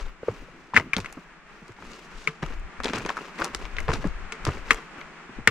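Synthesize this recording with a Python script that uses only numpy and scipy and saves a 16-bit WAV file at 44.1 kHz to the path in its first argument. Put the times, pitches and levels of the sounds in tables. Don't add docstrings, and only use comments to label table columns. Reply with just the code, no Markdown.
import sys
import numpy as np
from scipy import signal
from scipy.fft import rfft, irfft, next_fast_len
from scipy.io import wavfile
from scipy.ndimage import uniform_filter1d, map_coordinates

SR = 44100
rng = np.random.default_rng(int(sys.argv[2]) if len(sys.argv) > 2 else 0)


def generate_wav(signal):
    frames = np.transpose(np.atleast_2d(signal))
    scaled = np.clip(frames, -1, 1) * 32767
    pcm = np.round(scaled).astype(np.int16)
    wavfile.write(sys.argv[1], SR, pcm)


N = 242550
AGE = np.arange(SR // 3) / SR

# time in seconds, level in relative dB.
RUSH_LEVEL = [(0, -52.5), (1.7, -53), (3, -47), (4.2, -46), (5.5, -47.5)]
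# frequency in Hz, density in relative dB per Hz.
RUSH_SPECTRUM = [(35, -91), (60, -54), (118, -30), (156, 2), (222, -3.5), (262, -6.5), (380, -3.5),
                 (503, -9.5), (1010, -5.5), (1200, -4), (1310, -3), (2350, -7.5), (3760, -20.5),
                 (7570, -27.5), (16000, -62.5)]
# frequency in Hz, left-right correlation from -1 to 1.
RUSH_LIKENESS = [(60, 0.15), (180, 0.71), (550, 0.86), (1650, 0.73), (4970, -0.33), (15000, -0.024)]
# start in seconds, length in seconds, level in relative dB.
GUSTS = [(0.005, 0.089, -28), (0.347, 0.1, -38.5), (0.9, 0.24, -46), (1.846, 0.057, -43),
         (2.114, 0.088, -38.5), (2.417, 0.24, -26.5), (2.776, 0.082, -30.5), (3.017, 0.045, -28),
         (3.522, 0.17, -31.5), (3.727, 0.25, -22.5), (3.96, 0.31, -27), (4.38, 0.38, -31.5),
         (5.02, 0.051, -46), (5.356, 0.12, -38)]
# frequency in Hz, density in relative dB per Hz.
WIND_SPECTRUM = [(8, -10), (20, -1), (35, -4), (60, -14), (100, -27.5), (200, -46), (600, -90)]
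# frequency in Hz, left-right correlation.
WIND_LIKENESS = [(25, 0.85), (90, 0.11)]
# start in seconds, length in seconds, grinding in relative dB, rustle in relative dB.
SCUFFS = [(-0.02, 0.047, -40, -48.5), (0.054, 0.042, -43, -63), (0.211, 0.18, -41.5, -54),
          (0.44, .26, -57, -64.5), (0.735, 0.075, -33.5, -52), (0.969, 0.025, -36.5, -46),
          (0.982, 0.21, -44.5, -60), (1.447, 0.26, -50, -61), (1.762, 0.27, -43, -51.5),
          (2.105, 0.17, -48.5, -49), (2.42, 0.022, -35, -49.5), (2.461, 0.086, -40.5, -57),
          (2.831, 0.072, -32.5, -41), (2.928, 0.058, -31.5, -44.5), (3.0, 0.047, -46, -52),
          (3.05, 0.08, -39, -52), (3.156, 0.13, -40, -51), (3.34, 0.026, -48, -56),
          (3.375, 0.085, -35, -46), (3.438, 0.021, -35, -52), (3.527, 0.03, -42, -56),
          (3.581, 0.08, -40.5, -51), (3.7, 0.078, -47, -63), (3.77, 0.1, -41.5, -57),
          (3.88, 0.049, -37, -44.5), (3.925, 0.046, -37.5, -47.5), (4.007, .02, -42, -52),
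          (4.042, 0.037, -42, -51), (4.32, 0.0048, -44, -39.5), (4.459, 0.027, -38.5, -43),
          (4.48, 0.11, -40, -51), (4.642, 0.14, -39, -49.5), (4.976, 0.034, -42.5, -70)]
# frequency in Hz, density in relative dB per Hz.
GRIND_SPECTRUM = [(20, -79), (100, -17), (220, 3), (450, 4), (730, -6.5), (1050, 0), (1900, -7), (2800, -5),
                  (4000, -32.5), (8000, -30.5)]
# time in seconds, stone in relative dB, stone pitch in Hz,
# grit in relative dB, grit tilt in dB per octave.
CRACKS = [(0.738, -37, 945, -50, -8), (0.748, -34, 2000, -28.5, -18), (.755, -45, 1510, -37, -12),
          (0.781, -28, 1310, -45, -3), (.789, -37, 1720, -46, -5), (0.798, -25, 2030, -41, 0),
          (0.810, -37, 2100, -50, -2), (0.9658, -30, 1380, -25, -6), (.982, -35, 2270, -42.5, 20),
          (1.002, -45, 2600, -36.5, 0), (1.126, -42, 786, -44, 13), (1.6808, -55, 1540, -53, 4),
          (1.720, -49, 1500, -55, 2), (1.824, -41, 1280, -62, -8), (1.9334, -63, 1510, -45.5, -6),
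          (2.429, -30.5, 1760, -53, -7), (2.462, -38, 1280, -45, 4), (2.597, -61, 1300, -59, 14),
          (2.802, -27.5, 1240, -48.5, 5), (2.835, -36, 1890, -33, -4), (2.844, -42, 1860, -28, -3.5),
          (2.857, -30, 950, -28.5, -16), (2.882, -33, 2470, -40, -9), (2.8895, -40, 2300, -36, -16.5),
          (2.934, -27, 1770, -31.5, -8), (2.985, -44, 1300, -39, 5), (3.004, -36.5, 2400, -49, -8),
          (3.05, -33, 2470, -43, -4), (2.951, -36, 1400, -49, -5), (2.9584, -35, 2400, -32.5, -1),
          (3.0617, -28.5, 1010, -34.5, 0), (3.09, -33.5, 1510, -37.5, -5), (3.093, -24.5, 1140, -30, -15),
          (3.102, -24, 1070, -44, 9), (3.169, -28.5, 1280, -42, 3), (3.176, -27.5, 1270, -45, -2),
          (3.187, -33, 1280, -53, -2), (3.401, -26.5, 1110, -45, 15), (3.4119, -28, 990, -52, -4),
          (3.419, -18.5, 1410, -37, -7), (3.425, -31, 1280, -41, -2), (3.4444, -31.5, 1820, -27.5, 8),
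          (3.4614, -35, 1090, -42, 0), (3.5478, -29.5, 1990, -27, 4), (3.6531, -35.5, 2240, -42.5, -11),
          (3.767, -37, 1430, -34, -15), (3.803, -34.5, 2100, -42.5, 10), (3.8822, -27, 1640, -38.5, -15),
          (3.8893, -23.5, 910, -50, -10), (3.9034, -25, 1080, -49, -6), (3.917, -29, 1040, -41, -3),
          (3.935, -27, 1430, -32.5, -1.5), (3.938, -33, 1210, -33, -1), (3.958, -34, 910, -51, -4),
          (4.042, -32, 1660, -52, -8), (4.072, -43, 1010, -47, 3), (4.4512, -33, 1290, -28.5, 3),
          (4.467, -25.5, 1070, -40, -5), (4.4734, -36, 1280, -39, -2), (4.481, -32, 990, -47, -1),
          (4.489, -28.5, 594, -55, -6), (4.571, -39, 2230, -57, -11), (4.7185, -29, 2630, -40, 7),
          (4.732, -32, 1170, -38, 13), (4.745, -38, 2070, -42, 12), (4.759, -42, 3300, -51, -6),
          (4.785, -47, 3200, -57, -6), (5.0135, -36.5, 2220, -37.5, -17.5)]
# frequency in Hz, density in relative dB per Hz.
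STONE_SPECTRUM = [(20, -40), (150, -21), (400, -2), (700, 6), (1200, 7.5), (2100, 1.5), (2800, -6.5),
                  (4000, -60), (8000, -61)]
# frequency in Hz, density in relative dB per Hz.
GRIT_SPECTRUM = [(800, -84), (2200, 8), (3600, 9.5), (6500, 6), (8500, -2.5), (12000, -14.5), (16000, -37)]
# time in seconds, heel in relative dB, heel pitch in Hz,
# weight in relative dB, weight pitch in Hz.
THUDS = [(0.231, -13, 448, -55, 167), (.283, 0.5, 461, -19.5, 109), (0.42, -32, 248, -40, 150),
         (0.484, -21.5, 506, -41, 146), (0.736, -2.5, 910, -18, 190), (0.754, -20, 209, -23, 153),
         (0.768, -16.5, 238, -17.5, 94), (0.793, -22.5, 264, -26, 150), (0.9664, -12, 213, -34, 112),
         (.982, -14, 198, -22.5, 101), (1.171, -19, 262, -32.5, 182), (1.618, -33, 208, -36.5, 156),
         (1.691, -25, 354, -32.5, 112), (1.787, -20.5, 835, -53, 200), (2.274, -46, 297, -23, 156),
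         (2.428, -15, 153, -49, 119), (2.801, -22, 244, -58, 150), (2.934, -13, 402, -22, 206),
         (2.977, -18.5, 260, -26, 120), (3.054, -13, 394, -42, 150), (3.41, -16.5, 300, -42, 152),
         (3.423, -20, 333, -38, 178), (3.88, -10, 487, -37, 253), (3.888, -9, 138, -14.5, 74.6),
         (3.928, -22.5, 189, -21, 107), (3.987, -23, 231, -27, 140), (4.042, -6.5, 555, -12.5, 191.4),
         (4.049, -11, 290, -19, 144), (4.468, -9.5, 328, -9, 129), (4.476, -13, 190, -14, 81),
         (4.571, -18.5, 430, -37, 130), (4.979, -23.5, 274, -48, 150), (5.293, -26.5, 240, -40, 130),
         (5.386, -23, 225, -30, 128), (5.475, -14, 216, -17.5, 106)]
# frequency in Hz, density in relative dB per Hz.
SOLE_SPECTRUM = [(15, -27), (45, 11.5), (80, -13), (150, -7), (450, 1.5), (700, -10.5), (1200, -6),
                 (2500, -31), (6000, -67)]
# start in seconds, length in seconds, level in relative dB, pitch in Hz.
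DRAGS = [(0.313, 0.026, -37.5, 190), (0.504, 0.19, -51.5, 300), (0.835, 0.071, -41, 240),
         (0.998, 0.047, -41.5, 150), (1.78, 0.15, -49, 230), (2.885, 0.026, -31, 270),
         (2.941, .05, -35, 200), (2.997, 0.066, -36.5, 252), (3.487, 0.028, -40, 211),
         (3.87, 0.13, -38, 304), (4.439, 0.027, -34, 160), (4.553, 0.024, -35.5, 170)]
# time in seconds, tip in relative dB, tip pitch in Hz, tip ring time (t60) in seconds,
# skip in relative dB, chipping in relative dB, shaft in relative dB.
TAPS = [(0.744, -11, 1750, 0.0066, -29, -38, -55), (0.7578, -9, 1820, 0.0048, -14, -33, -57),
        (0.7641, 4.5, 1740, 0.0096, -2, -32, -51), (0.7666, -0.5, 2020, 0.018, -17, -28, -46),
        (0.7734, 3, 1790, 0.01, 1.5, -32, -47), (0.7762, -11, 2090, 0.01, -22, -40, -44),
        (0.9334, -1.5, 2330, 0.01, -29, -41, -40), (1.0456, -16, 1670, 0.0037, -32, -45, -48),
        (1.059, -16.5, 2200, 0.0082, -25, -37, -53), (2.2741, -3, 2220, 0.0093, -35, -26, -33),
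        (3.7848, -9, 2060, 0.0079, -38, -48, -52), (4.3223, -14, 2320, 0.0059, -23, -25.5, -35.5),
        (4.7068, 9, 1830, 0.0072, 2, -18, -25), (4.7713, -33, 1190, 0.013, -42, -41, -41),
        (5.4742, 7.5, 1830, 0.011, 2.5, -4.5, -24.5)]
# frequency in Hz, level in relative dB, ring time (t60) in seconds.
SHAFT_MODES = [(190, -14, .06), (443, -.5, .16), (1040, -8, .09), (1175, -4, .17), (1373, -7, .09),
               (1780, -11, .08), (2030, -8, .14), (2185, -4, .1), (2690, -10, .1), (3300, -15, .12),
               (3760, -15, .09), (5572, -18, .1), (8258, -24, .12)]
# frequency in Hz, density in relative dB per Hz.
CHIP_SPECTRUM = [(300, -30), (1200, 10), (2600, 6.5), (3800, -9), (4500, 0), (5600, -1), (7000, 2.5),
                 (7800, 5), (8800, -4), (10500, -18), (13000, -28), (16000, -23)]
# frequency in Hz, density in relative dB per Hz.
SCATTER_SPECTRUM = [(20, -48), (100, 5.5), (350, -3), (700, -13.5), (1200, 9), (2000, 4.5), (2800, 2.5),
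                    (3600, -6.5), (6000, -9.5), (8000, -17.5), (11000, -27), (16000, -40)]
# frequency in Hz, left-right correlation.
GROUND_LIKENESS = [(100, 0.99), (600, 0.96), (1500, 0.96), (3000, 0.47), (6000, 0.61), (12000, 0.079)]
# frequency in Hz, left over right in dB.
GROUND_LEAN = [(100, -0.5), (500, 1), (1200, 2.5), (2300, 7), (4000, -0.5), (8000, -1), (12000, -0.5)]

GUST_RISE_SHARE, GUST_EASE_DB, GUST_T60_S, BREEZE_DB = 0.29, 7, 0.15, -57
PRESS_SHARE, BRUSH_SHARE, HALF_WEIGHT_DB = 0.07, 0.67, -37
EASE_DB, LIFT_T60_S, LIFT_PER_LENGTH = 6.5, 0.13, 2.1
LOOSE_DB, LOOSE_GRIT_DB, LOOSE_SPREAD_DB = -2.5, -10, 0.5
LOOSE_HZ, LOOSE_OCTAVES = 1220, 0.49
SPECKS_PER_S = 1800
HEEL_CYCLES = 9.3
WEIGHT_LAG_S, WEIGHT_T60_S = 0.00891, 0.081
SLIPS_PER_S, SLIP_RANGE_DB, SLIP_CYCLES = 210, 9, 3.4
DRAG_RISE_SHARE, DRAG_EASE_DB, DRAG_T60_S = 0.21, 5.5, 0.049
SKIP_S, SKIP_PITCH, SKIP_T60_S = 0.002073, 1.196, 0.0061
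SHAFT_WAVER_RAD, SHAFT_WAVER_PER_S = .3, 110
POLE_LAG_S, SHOE_LAG_S = .00006, .00001
TOP_HZ = 15800


def amp(db):
    return 10 ** (np.asarray(db) / 20)


def unit(x):
    return x / np.sqrt(np.mean(x ** 2) + 1e-20)


def along(points, hz):
    f, v = np.transpose(points)
    return np.interp(np.log(hz + 1), np.log(f + 1), v)


def wobble(rate, size=N):
    knots = rng.standard_normal(int(size * rate / SR) + 4)
    return map_coordinates(knots, [np.arange(size) * rate / SR])


def filtered(x, response):
    n = x.shape[-1]
    m = next_fast_len(n + 8192)
    return irfft(rfft(x, m) * response(np.fft.rfftfreq(m, 1 / SR)), m)[..., :n]


def stereo(pair, spectrum, likeness):
    def response(hz):
        turn = np.arccos(np.clip(along(likeness, hz), -1, 1)) / 2
        return amp(along(spectrum, hz)) * [np.cos(turn), np.sin(turn)]

    mid, side = filtered(pair, response)
    return unit(np.array([mid + side, mid - side]))


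def burst(spectrum):
    return stereo(rng.standard_normal((2, len(AGE))), spectrum, GROUND_LIKENESS)


def fade(t60, attack):
    return amp(-60 * AGE / t60) * (1 - np.exp(-AGE / attack))


def swell(start, length, rise_share, ease_db, t60):
    age = np.maximum(np.arange(N) / SR - start, 0)
    rise = np.minimum(age / (rise_share * length), 1)
    ease = -ease_db * np.minimum(age / length, 1)
    release = -60 * np.maximum(age - length, 0) / t60
    return rise * amp(ease + release)


def add(track, s, sound):
    start = max(round(s * SR), 0)
    part = track[:, start:start + len(AGE)]
    part += sound[..., :part.shape[1]]


def outdoors(rush_db=2, wind_db=-3):
    time, level_db = np.transpose(RUSH_LEVEL)
    level = uniform_filter1d(amp(np.interp(np.arange(N) / SR, time, level_db, left=-120, right=-120)), size=128)
    rush_noise = stereo(rng.standard_normal((2, N)), RUSH_SPECTRUM, RUSH_LIKENESS)
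    rush = level * amp(rush_db + wobble(16)) * rush_noise
    puffs = sum(amp(db) * swell(s, length, GUST_RISE_SHARE, GUST_EASE_DB, GUST_T60_S) for s, length, db in GUSTS)
    wind_noise = stereo(rng.standard_normal((2, N)), WIND_SPECTRUM, WIND_LIKENESS)
    buffets = (amp(BREEZE_DB) + puffs) * amp(wind_db) * wind_noise
    return rush * amp([[.5], [-.5]]) + buffets * amp([[3], [-3]])


def pressed(grind_db):
    return 1 / (1 + amp(HALF_WEIGHT_DB - grind_db) ** 2)


def slide(start, length, grind_db):
    rise_share = BRUSH_SHARE + (PRESS_SHARE - BRUSH_SHARE) * pressed(grind_db)
    return swell(start, length, rise_share, EASE_DB, LIFT_T60_S + LIFT_PER_LENGTH * length)


def grains(spectrum, rate, top_hz, t60, spread_db, share):
    count = int(rate * N / SR)
    when, pitch, strength, phase = rng.random((count, 4)).T[..., None]
    age = AGE[:int(t60 * SR)]
    size = amp(spread_db * np.minimum(-np.log(1 - strength), 3))
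    index = (when * N).astype(int) + np.arange(len(age))

    def fractures(turn):
        ring = size * np.sin(2 * np.pi * (top_hz * pitch * age + turn)) * amp(-60 * age / t60)
        return np.bincount(index.ravel(), ring.ravel(), N)[:N]

    pair = np.array([fractures(0), fractures(phase)])
    rub = rng.standard_normal((2, N))
    return stereo(np.sqrt(share) * unit(pair) + np.sqrt(1 - share) * rub, spectrum, GROUND_LIKENESS)


def scuffs(grind_gain_db=-2, rustle_gain_db=0.5):
    grinding, rustle = sum(amp([[grind_db], [rustle_db]]) * slide(s, length, grind_db)
                           for s, length, grind_db, rustle_db in SCUFFS)
    crushing = grinding ** 2 / (grinding ** 2 + amp(-40) ** 2)
    catching = amp(1.4 * wobble(110) + .6 * wobble(22))
    pebbles = grains(GRIND_SPECTRUM, rate=900, top_hz=4000, t60=.005, spread_db=5, share=crushing)
    leaves = grains(GRIT_SPECTRUM, rate=1500, top_hz=14000, t60=.0012, spread_db=4.5,
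                    share=np.maximum(crushing, .25))
    return catching * (amp(grind_gain_db) * grinding * pebbles + amp(rustle_gain_db) * rustle * leaves)


def loose_pebbles(count=6):
    rows = []
    for start, length, grind_db, _ in SCUFFS:
        db = grind_db + 10 * np.log10(pressed(grind_db))
        for when, (knock, pitch, spit, tilt) in zip(rng.random(count), rng.standard_normal((count, 4))):
            stone_db = db + LOOSE_DB + LOOSE_SPREAD_DB * knock
            hz = LOOSE_HZ * 2 ** (LOOSE_OCTAVES * pitch)
            grit_db = db + LOOSE_GRIT_DB + LOOSE_SPREAD_DB * spit
            rows.append((start + when * length, stone_db, hz, grit_db, -4 + 4 * tilt))
    return rows


def trickle(spectrum, rate):
    specks = rng.standard_normal((2, len(AGE))) * (rng.random(len(AGE)) < rate / SR)
    return stereo(specks, spectrum, GROUND_LIKENESS)


def cracks(stone_gain_db=3, ring_gain_db=6, grit_gain_db=8.0, crumble_db=-17):
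    out = np.zeros((2, N))
    snap = fade(t60=.011, attack=.00012)
    knock = fade(t60=.018, attack=.0003)
    crumble = amp(crumble_db) * fade(t60=.08, attack=.003)
    for s, stone_db, hz, grit_db, tilt_db in CRACKS + loose_pebbles():
        ring = amp(ring_gain_db) * np.sin(2 * np.pi * hz * AGE) * knock
        clatter = amp(stone_gain_db) * burst(STONE_SPECTRUM) * (knock + crumble)
        tilted = [(f, db + tilt_db * np.log2(max(f, GRIT_SPECTRUM[2][0]))) for f, db in GRIT_SPECTRUM]
        grit = amp(grit_gain_db) * (burst(tilted) * snap + trickle(tilted, SPECKS_PER_S) * crumble)
        add(out, s, amp(stone_db) * (ring + clatter) + amp(grit_db) * grit)
    return out


def thuds(push_db=-2, heel_puff_db=-9, weight_puff_db=-14, sag=0.11):
    out = np.zeros((2, N))
    heels = [(s, db, hz, HEEL_CYCLES / hz, heel_puff_db) for s, db, hz, _, _ in THUDS]
    weights = [(s + WEIGHT_LAG_S, db, hz, WEIGHT_T60_S, weight_puff_db) for s, _, _, db, hz in THUDS]
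    for s, db, hz, t60, puff_db in heels + weights:
        pitch = hz * (1 + sag * (np.exp(-AGE / 0.012) - .5))
        swing = amp(push_db) * np.sin(2 * np.pi * np.cumsum(pitch) / SR) * fade(t60, attack=0.0034)
        puff = amp(puff_db) * burst(SOLE_SPECTRUM) * fade(t60 * 1.07, attack=0.0043)
        add(out, s, amp(db) * (swing + puff))
    return out


def drags(count=3000):
    gap, size, way = rng.random((count, 3)).T
    when = np.cumsum(.25 + 1.5 * gap) / SLIPS_PER_S
    kicks = np.sign(way - .5) * amp(SLIP_RANGE_DB * size)
    slips = np.bincount((when * SR).astype(int), kicks, N)[:N]
    out = np.zeros(N)
    for start, length, db, hz in DRAGS:
        bump = np.sin(2 * np.pi * hz * AGE) * fade(SLIP_CYCLES / hz, attack=0.0011)
        judder = unit(signal.oaconvolve(slips, bump)[:N])
        out += amp(db) * swell(start, length, DRAG_RISE_SHARE, DRAG_EASE_DB, DRAG_T60_S) * judder
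    return out


def shaft_ring():
    ring = np.zeros(len(AGE))
    for hz, db, t60 in SHAFT_MODES:
        waver = SHAFT_WAVER_RAD * wobble(SHAFT_WAVER_PER_S, size=len(AGE))
        mode = np.sin(2 * np.pi * (hz * AGE + rng.random()) + waver)
        ring += amp(db + rng.normal(0, 1)) * mode * fade(t60, attack=0.00056)
    return ring


def pole(scatter_db=-20.5, echo_db=-23, echo_delay=0.0088):
    out = np.zeros((2, N))
    for s, db, hz, t60, skip_db, chip_db, shaft_db in TAPS:
        tip = amp(db) * np.sin(2 * np.pi * hz * AGE) * fade(t60, attack=0.00061)
        skip = amp(skip_db) * np.sin(2 * np.pi * hz * SKIP_PITCH * AGE) * fade(SKIP_T60_S, attack=0.00014)
        scatter = amp(db + scatter_db) * burst(SCATTER_SPECTRUM) * fade(t60=0.063, attack=0.00009)
        chip = amp(chip_db) * burst(CHIP_SPECTRUM) * fade(t60=.011, attack=.0002)
        shaft = amp(shaft_db) * shaft_ring()
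        add(out, s, tip + shaft + chip + scatter)
        add(out, s + SKIP_S, skip)
        add(out, s + echo_delay, amp(echo_db) * tip)
    return out


def ports(x, lag):
    sides = np.array([[.5], [-.5]])
    return filtered(x, lambda hz: amp(sides * along(GROUND_LEAN, hz)) * np.exp(-2j * np.pi * hz * lag * sides))


def scene():
    shoes = scuffs() + cracks() + thuds() + drags()
    return outdoors() + ports(shoes, SHOE_LAG_S) + ports(pole(), POLE_LAG_S)


def record(dry):
    clipped = dry / (1 + np.abs(dry) ** 8) ** (1 / 8)
    return filtered(clipped, lambda hz: 1 / (1 + (hz / TOP_HZ) ** 120))


dry = scene()
out = record(dry)
generate_wav(out)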